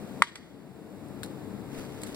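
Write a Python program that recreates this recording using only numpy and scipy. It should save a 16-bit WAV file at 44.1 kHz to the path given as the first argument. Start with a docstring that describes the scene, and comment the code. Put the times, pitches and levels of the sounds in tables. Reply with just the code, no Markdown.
"""One hard clack of wooden sticks, then a light chatter: two people spar in a snowy wood.
Each contact is a pair of band-limited pushes that excite the sticks' bending modes, with a noisy crack.
Trunks scatter the sound back as decaying noise; a whoosh leads the blow, jackets swish and snow crunches
in shaped noise, over a distant rumble, a faint hiss and an engine drone made of narrow noise bands.
The clack drives the recorder's gain control down, and the background creeps back."""
import sys
import numpy as np
from scipy import signal
from scipy.fft import rfft, irfft
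from scipy.io import wavfile
from scipy.ndimage import uniform_filter1d, minimum_filter1d

SR = 44100
rng = np.random.default_rng(int(sys.argv[2]) if len(sys.argv) > 2 else 0)


def transcribe(u):
    """Save the signal u as a 16-bit wav file named by the first command-line argument.

    u: samples, shape (n,) or (channels, n), limited to [-1, 1]; the rate is SR.
    q: integer samples, one column per channel.
    """
    v = np.clip(np.atleast_2d(u).T, -1, 1)
    q = np.round(v * 32767).astype(np.int16)
    wavfile.write(sys.argv[1], SR, q)


N = 94815  # length in samples

# Levels are relative within their layer; left-right levels are positive towards the left.
# spectrum of distant rumble and hiss: (frequency [Hz], spectral density [dB])
AIR_SPECTRUM = [(25, -43), (50, -12), (110, -5.5), (200, 0), (320, 1.5), (480, -5), (700, -8.5),
                (1100, -16), (2100, -23.5), (2700, -28), (3100, -35.5), (3700, -29), (4800, -29),
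                (5700, -35), (6400, -43), (7100, -32), (7900, -30.5), (10000, -34.5), (16000, -35)]
# stereo balance of the air: (frequency [Hz], left-right level [dB])
AIR_BALANCE = [(30, -31), (80, 9), (200, 11.5), (400, 2.5), (1000, 1.5), (3000, 1.5), (12000, 0)]
# likeness of the air at the two microphones: (frequency [Hz], correlation [1])
AIR_CORRELATION = [(30, 0.12), (120, 0.82), (400, 0.72), (1500, 0.7), (4000, 0.067), (15000, 0.073)]
AIR_DB = -41.5

# tones of a far-off engine: (frequency [Hz], level at the start [dB], growth [dB/s])
DRONE_TONES = [(66.7, -68, 0), (102.6, -67, 6), (135.3, -57, 1), (162, -59, -5), (200.5, -48.5, -4.5),
               (274.6, -57, 0), (302.7, -61.5, 3.5), (445.6, -59.5, 1)]
DRONE_WIDTH_HZ, DRONE_PAN_DB = 3.94, 12.5

# width of sound from all round, close microphones hearing its bass alike: (frequency [Hz], side level [dB])
DIFFUSE_WIDTH = [(200, -5), (800, -1), (1500, -12), (2200, -4), (2800, 1)]
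# colour of the echoes from the trunks: (frequency [Hz], level [dB])
TRUNK_SPECTRUM = [(60, -30), (300, -26), (900, 1.5), (1300, -4.5), (1700, 7.5), (2200, 2.5), (3000, 8),
                  (4000, 9), (5000, 14), (6400, 10.5), (8000, 5), (15000, 5)]
# echoes of the nearest clumps of trees: (delay [s], half length [s], level against the even wood [dB])
CLUMPS = [(0.02, 0.0072, 8.5), (0.055, 0.012, -1)]
WOOD_DB, WOOD_T60_S, TRUNK_SPREAD_DB = -23.5, 0.95, 6.5
NEAR_DB, NEAR_T60_S = -19.5, .045

# swishes of jackets and sliding feet: (time of the top [s], half length [s], level [dB])
SWISHES = [(0.093, 0.3, -56.5), (1.787, 0.045, -47), (1.793, 0.0045, -51), (2.093, 0.18, -49)]
# colour of the swishes: (frequency [Hz], level [dB])
SWISH_SPECTRUM = [(300, 17.5), (1000, 8), (2000, 9.5), (3100, -3.5), (4600, 3.5), (6400, -7.5),
                  (8000, -1.5), (12000, -5.5), (16000, -9)]
SWISH_GRAIN_DB = 3.5

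# crunches of snow crust:
# (time [s], level [dB], t60 [s], left-right level [dB], ring frequency [Hz], ring level [dB])
CRUNCHES = [(1.084, -54.5, 0.017, -3, 9400, 10), (1.2332, -31.5, 0.013, 15, 1390, 11),
            (1.237, -36, 0.021, -3, 9550, -3), (1.245, -45.5, 0.049, -1, 3970, 0),
            (1.261, -44.5, 0.018, -3, 9600, 3), (2.0175, -46, 0.039, 11, 8500, 2),
            (2.0343, -34, 0.0092, 5, 2380, 8), (2.035, -42, 0.032, -8, 8240, 14),
            (2.066, -44, 0.12, 1.5, 1790, 7), (2.145, -43.5, 0.067, 2.5, 5040, 11.5)]
# colour of the crunches: (frequency [Hz], level [dB])
CRUNCH_SPECTRUM = [(400, -14), (1400, 1), (2400, -0.5), (3100, -3.5), (4000, 6.5), (5100, 1.5),
                   (6400, -6.5), (8000, 5.5), (11000, 0), (15500, -7)]
CRUNCH_RISE_S, GRAIN_DB, CRUST_Q = 0.00068, 6, 6.2

# the swing before the blow: (time of the top [s], half length [s], level [dB])
SWING = (0.18, 0.037, -54.5)
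# colour of the swing: (frequency [Hz], level [dB])
WHOOSH_SPECTRUM = [(60, -42), (150, -4), (260, 3), (450, 1), (900, -16), (3000, -61.5)]

# blows, one hard clack and then a light chatter:
# (time [s], level [dB], bass limit [Hz], treble limit [Hz], crack level [dB], crack t60 [s])
BLOWS = [(0.2212, 35, 100, 3410, -14, 0.014), (0.3552, 0, 1660, 3000, -3.5, 0.0082),
         (0.3569, 8, 3570, 6200, -10, 0.021), (0.3609, 2.5, 1850, 4600, -14, 0.019),
         (0.3644, 4, 1670, 2600, -14, 0.09)]
# dry snap that a stick radiates on contact: (frequency [Hz], level [dB])
SNAP_SPECTRUM = [(40, -73), (200, -30), (400, -22), (560, -4.5), (800, -16), (950, -1.5), (1250, -2),
                 (2100, -2.5), (2700, -18), (3300, -15), (4500, -4.5), (8000, -15), (15000, -41)]
# bending modes of the two sticks: (frequency [Hz], level [dB], t60 [s])
STICK_MODES = [(535, -22, .04), (955, -17, 0.1), (1152, -8.5, 0.045), (1390, -11, 0.03),
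               (1617, -2.5, 0.053), (1844, -5.5, 0.056), (2003, -7, 0.041), (2300, -11, 0.032),
               (2650, -22, .06), (2930, -16, 0.039), (3580, -21.5, 0.035), (4500, -7, 0.04),
               (5200, -16, 0.06)]
# colour of the splintery crack: (frequency [Hz], level [dB])
CRACK_SPECTRUM = [(60, -33), (500, -3.5), (2000, 7.5), (3100, -2.5), (4600, 1.5), (6400, -12.5), (8000, 2),
                  (12000, -14.5), (16000, -24)]
# stereo balance of the sticks: (frequency [Hz], left-right level [dB])
STICK_BALANCE = [(500, 0), (1150, 4.5), (1700, 2.5), (2400, -1.5), (3300, 6), (5000, -2)]
RING_DB, CRACK_DB = -42, -5
REBOUND_S, REBOUND_DB = .00089, -6  # the second contact within each blow
RIGHT_LAG_S = .00009  # the left microphone hears the sticks first

# the recorder's stereo picture, wide in some bands and narrow in others: (frequency [Hz], side level [dB])
STEREO_WIDTH = [(1900, 0), (2400, 1.5), (3050, 10), (3600, 5), (4200, -2.5), (4850, -6), (5500, -2),
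                (6300, 11), (7200, 0), (8200, -3), (10500, 1.5), (13000, 0)]
CEILING, RECOVER_DB_PER_S, TOP_HZ = 1, 11.5, 15700


def undb(db):
    """Level to amplitude: 20 dB is a factor of ten."""
    return 10 ** (np.asarray(db) / 20)


def unit(x):
    """Normalisation to a root-mean-square of 1."""
    return x / np.sqrt(np.mean(x ** 2))


def pan(db):
    """Intensity stereophony: half the level difference on each side, positive to the left."""
    return undb(np.array([[1], [-1]]) * db / 2)


def curve(points):
    """Interpolation of (Hz, value) points along log frequency, at every bin of a 2N spectrum."""
    hz, value = np.array(points, float).T
    bins_hz = np.fft.rfftfreq(2 * N, 1 / SR) + 1e-9
    return np.interp(np.log(bins_hz), np.log(hz), value)


def colour(x, points):
    """Minimum-phase filtering: a folded cepstrum makes the (Hz, dB) response causal."""
    cepstrum = irfft(np.log(undb(curve(points))))
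    cepstrum[1:N] *= 2
    cepstrum[N + 1:] = 0
    response = np.exp(rfft(cepstrum))
    return irfft(rfft(x, 2 * N) * response)[..., :N]


def convolve(x, response):
    """Linear superposition: every sample launches a copy of the response."""
    return irfft(rfft(x, 2 * N) * rfft(response, 2 * N))[..., :N]


def fade(start, t60):
    """Exponential decay, falling 60 dB in t60 seconds from the start on."""
    age = np.arange(N) / SR - start
    return (age >= 0) * np.exp(-np.log(1000) * np.maximum(age, 0) / t60)


def swell(top, half, db):
    """Gaussian envelope: a smooth rise and fall around a moment."""
    return undb(db) * np.exp(-((np.arange(N) / SR - top) / half) ** 2 / 2)


def burst(start, t60):
    """Incoherent decay: noise drawn separately for each microphone, with a mean energy of 1."""
    return unit(rng.standard_normal((2, N)) * fade(start, t60)) / np.sqrt(N)


def widen(x, points):
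    """Mid-side decomposition: the left-right difference is scaled by (Hz, dB) points."""
    mid = (x[0] + x[1]) / 2
    side = colour((x[0] - x[1]) / 2, points)
    return np.array([mid + side, mid - side])


def air():
    """Partial coherence: shared and separate noise mix from an alike rumble to a diffuse hiss."""
    shared = rfft(rng.standard_normal(2 * N))
    own = rfft(rng.standard_normal((2, 2 * N)))
    correlation = np.clip(curve(AIR_CORRELATION), 0, 1)
    both = np.sqrt(correlation) * shared + np.sqrt(1 - correlation) * own
    both = both * undb(curve(AIR_SPECTRUM)) * pan(curve(AIR_BALANCE))
    return undb(AIR_DB) * unit(irfft(both)[:, :N])


def drone():
    """Line broadening: engine tones waver on their long way through the trees, as narrow noise bands."""
    t, f = np.arange(N) / SR, np.fft.rfftfreq(N, 1 / SR)
    out = 0
    for hz, db, growth in DRONE_TONES:
        line = rfft(rng.standard_normal(N)) / (1 + ((f - hz) / DRONE_WIDTH_HZ) ** 2)
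        out = out + undb(db + growth * t) * unit(irfft(line, N))
    return out * pan(DRONE_PAN_DB)


def forest(x):
    """Multiple scattering: nearby ground and bodies answer first, then clumps and countless trunks."""
    density = fade(.014, WOOD_T60_S) + sum(swell(*clump) for clump in CLUMPS)
    echoes = density * rng.standard_normal((2, N))
    spread = undb(TRUNK_SPREAD_DB * rng.standard_normal((2, N)))  # some trunks answer louder
    trunks = unit(echoes * spread) / np.sqrt(N)
    near_echo = burst(0.0059, NEAR_T60_S)
    response = undb(WOOD_DB) * colour(trunks, TRUNK_SPECTRUM) + undb(NEAR_DB) * near_echo
    return widen(convolve(x, response), DIFFUSE_WIDTH)


def jackets():
    """Friction noise: rubbing cloth and sliding feet give soft, grainy swells."""
    smooth = unit(uniform_filter1d(rng.standard_normal(N), size=60))
    grain = undb(SWISH_GRAIN_DB * smooth)
    rub = colour(grain * rng.standard_normal((2, N)), SWISH_SPECTRUM)
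    return sum(swell(*swish) for swish in SWISHES) * unit(widen(rub, DIFFUSE_WIDTH))


def snow():
    """Brittle fracture: crust breaks in quick showers of tiny grains, each shower with its own resonance."""
    t, out = np.arange(N) / SR, 0
    grain_gain = undb(GRAIN_DB * rng.standard_normal(N))
    grains = unit(rng.standard_normal((2, N)) * grain_gain)
    for start, db, t60, pan_db, ring_hz, ring_db in CRUNCHES:
        rise = np.clip((t - start) / CRUNCH_RISE_S + 1, 0, 1)
        shower = grains * rise * fade(start - CRUNCH_RISE_S, t60)
        resonator = signal.iirpeak(ring_hz, CRUST_Q, fs=SR)
        ring = signal.lfilter(*resonator, shower + 1e-18)  # the offset avoids denormal numbers
        out = out + undb(db) * pan(pan_db) * (shower + undb(ring_db) * ring)
    return colour(out, CRUNCH_SPECTRUM)


def swing():
    """Aerodynamic noise: the stick pushes the air aside with a low whoosh, slightly to the right."""
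    whoosh = unit(colour(rng.standard_normal(N), WHOOSH_SPECTRUM))
    return swell(*SWING) * whoosh * pan(db=-1)


def sticks():
    """Impact excitation: two pushes within a millisecond snap and ring the modes; the second cracks the bark."""
    t, f = np.arange(N) / SR, np.fft.rfftfreq(2 * N, 1 / SR)

    def late(seconds):
        """Pure delay: a phase that turns in proportion to frequency."""
        return np.exp(-2j * np.pi * f * seconds)

    push, crack = 0, 0
    rebound = 1 + undb(REBOUND_DB) * late(REBOUND_S)
    for start, db, low_hz, top_hz, crack_db, crack_t60 in BLOWS:
        contact = f ** 4 / (f ** 4 + low_hz ** 4) * np.exp(-(f / top_hz) ** 4)
        push = push + undb(db) * contact * late(start) * rebound
        crack = crack + undb(db + crack_db) * burst(start + REBOUND_S, crack_t60)
    stereo = np.array([push, push * late(RIGHT_LAG_S)]) * pan(curve(STICK_BALANCE))
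    push = irfft(stereo)[:, :N]
    modes = sum(undb(db) * np.cos(2 * np.pi * hz * t) * fade(0, t60) for hz, db, t60 in STICK_MODES)
    snap = colour(push, SNAP_SPECTRUM)
    ring = undb(RING_DB) * convolve(push, modes)
    return snap + ring + undb(CRACK_DB) * colour(crack, CRACK_SPECTRUM)


def scene():
    """Superposition of the sparring pair, their echoes and the background."""
    near = sticks() + swing() + snow() + jackets()
    return near + forest(near) + air() + drone()


def record(dry):
    """Peak limiting: gain drops just ahead of a peak and recovers slowly; width is uneven, the top is cut."""
    wide = widen(dry, STEREO_WIDTH)
    over = 20 * np.log10(np.maximum(np.abs(wide).max(axis=0) / CEILING, 1))
    over = -minimum_filter1d(-over, size=301)  # looks ahead by half the window
    # a running maximum against a rising ramp lets the cut shrink at a steady rate in dB
    ramp = RECOVER_DB_PER_S * np.arange(N) / SR
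    cut = np.maximum.accumulate(over + ramp) - ramp
    held = wide * undb(-uniform_filter1d(cut, size=151))
    low_pass = signal.ellip(8, .2, 80, TOP_HZ, fs=SR, output="sos")
    return signal.sosfilt(low_pass, held)


dry = scene()
out = record(dry)
transcribe(out)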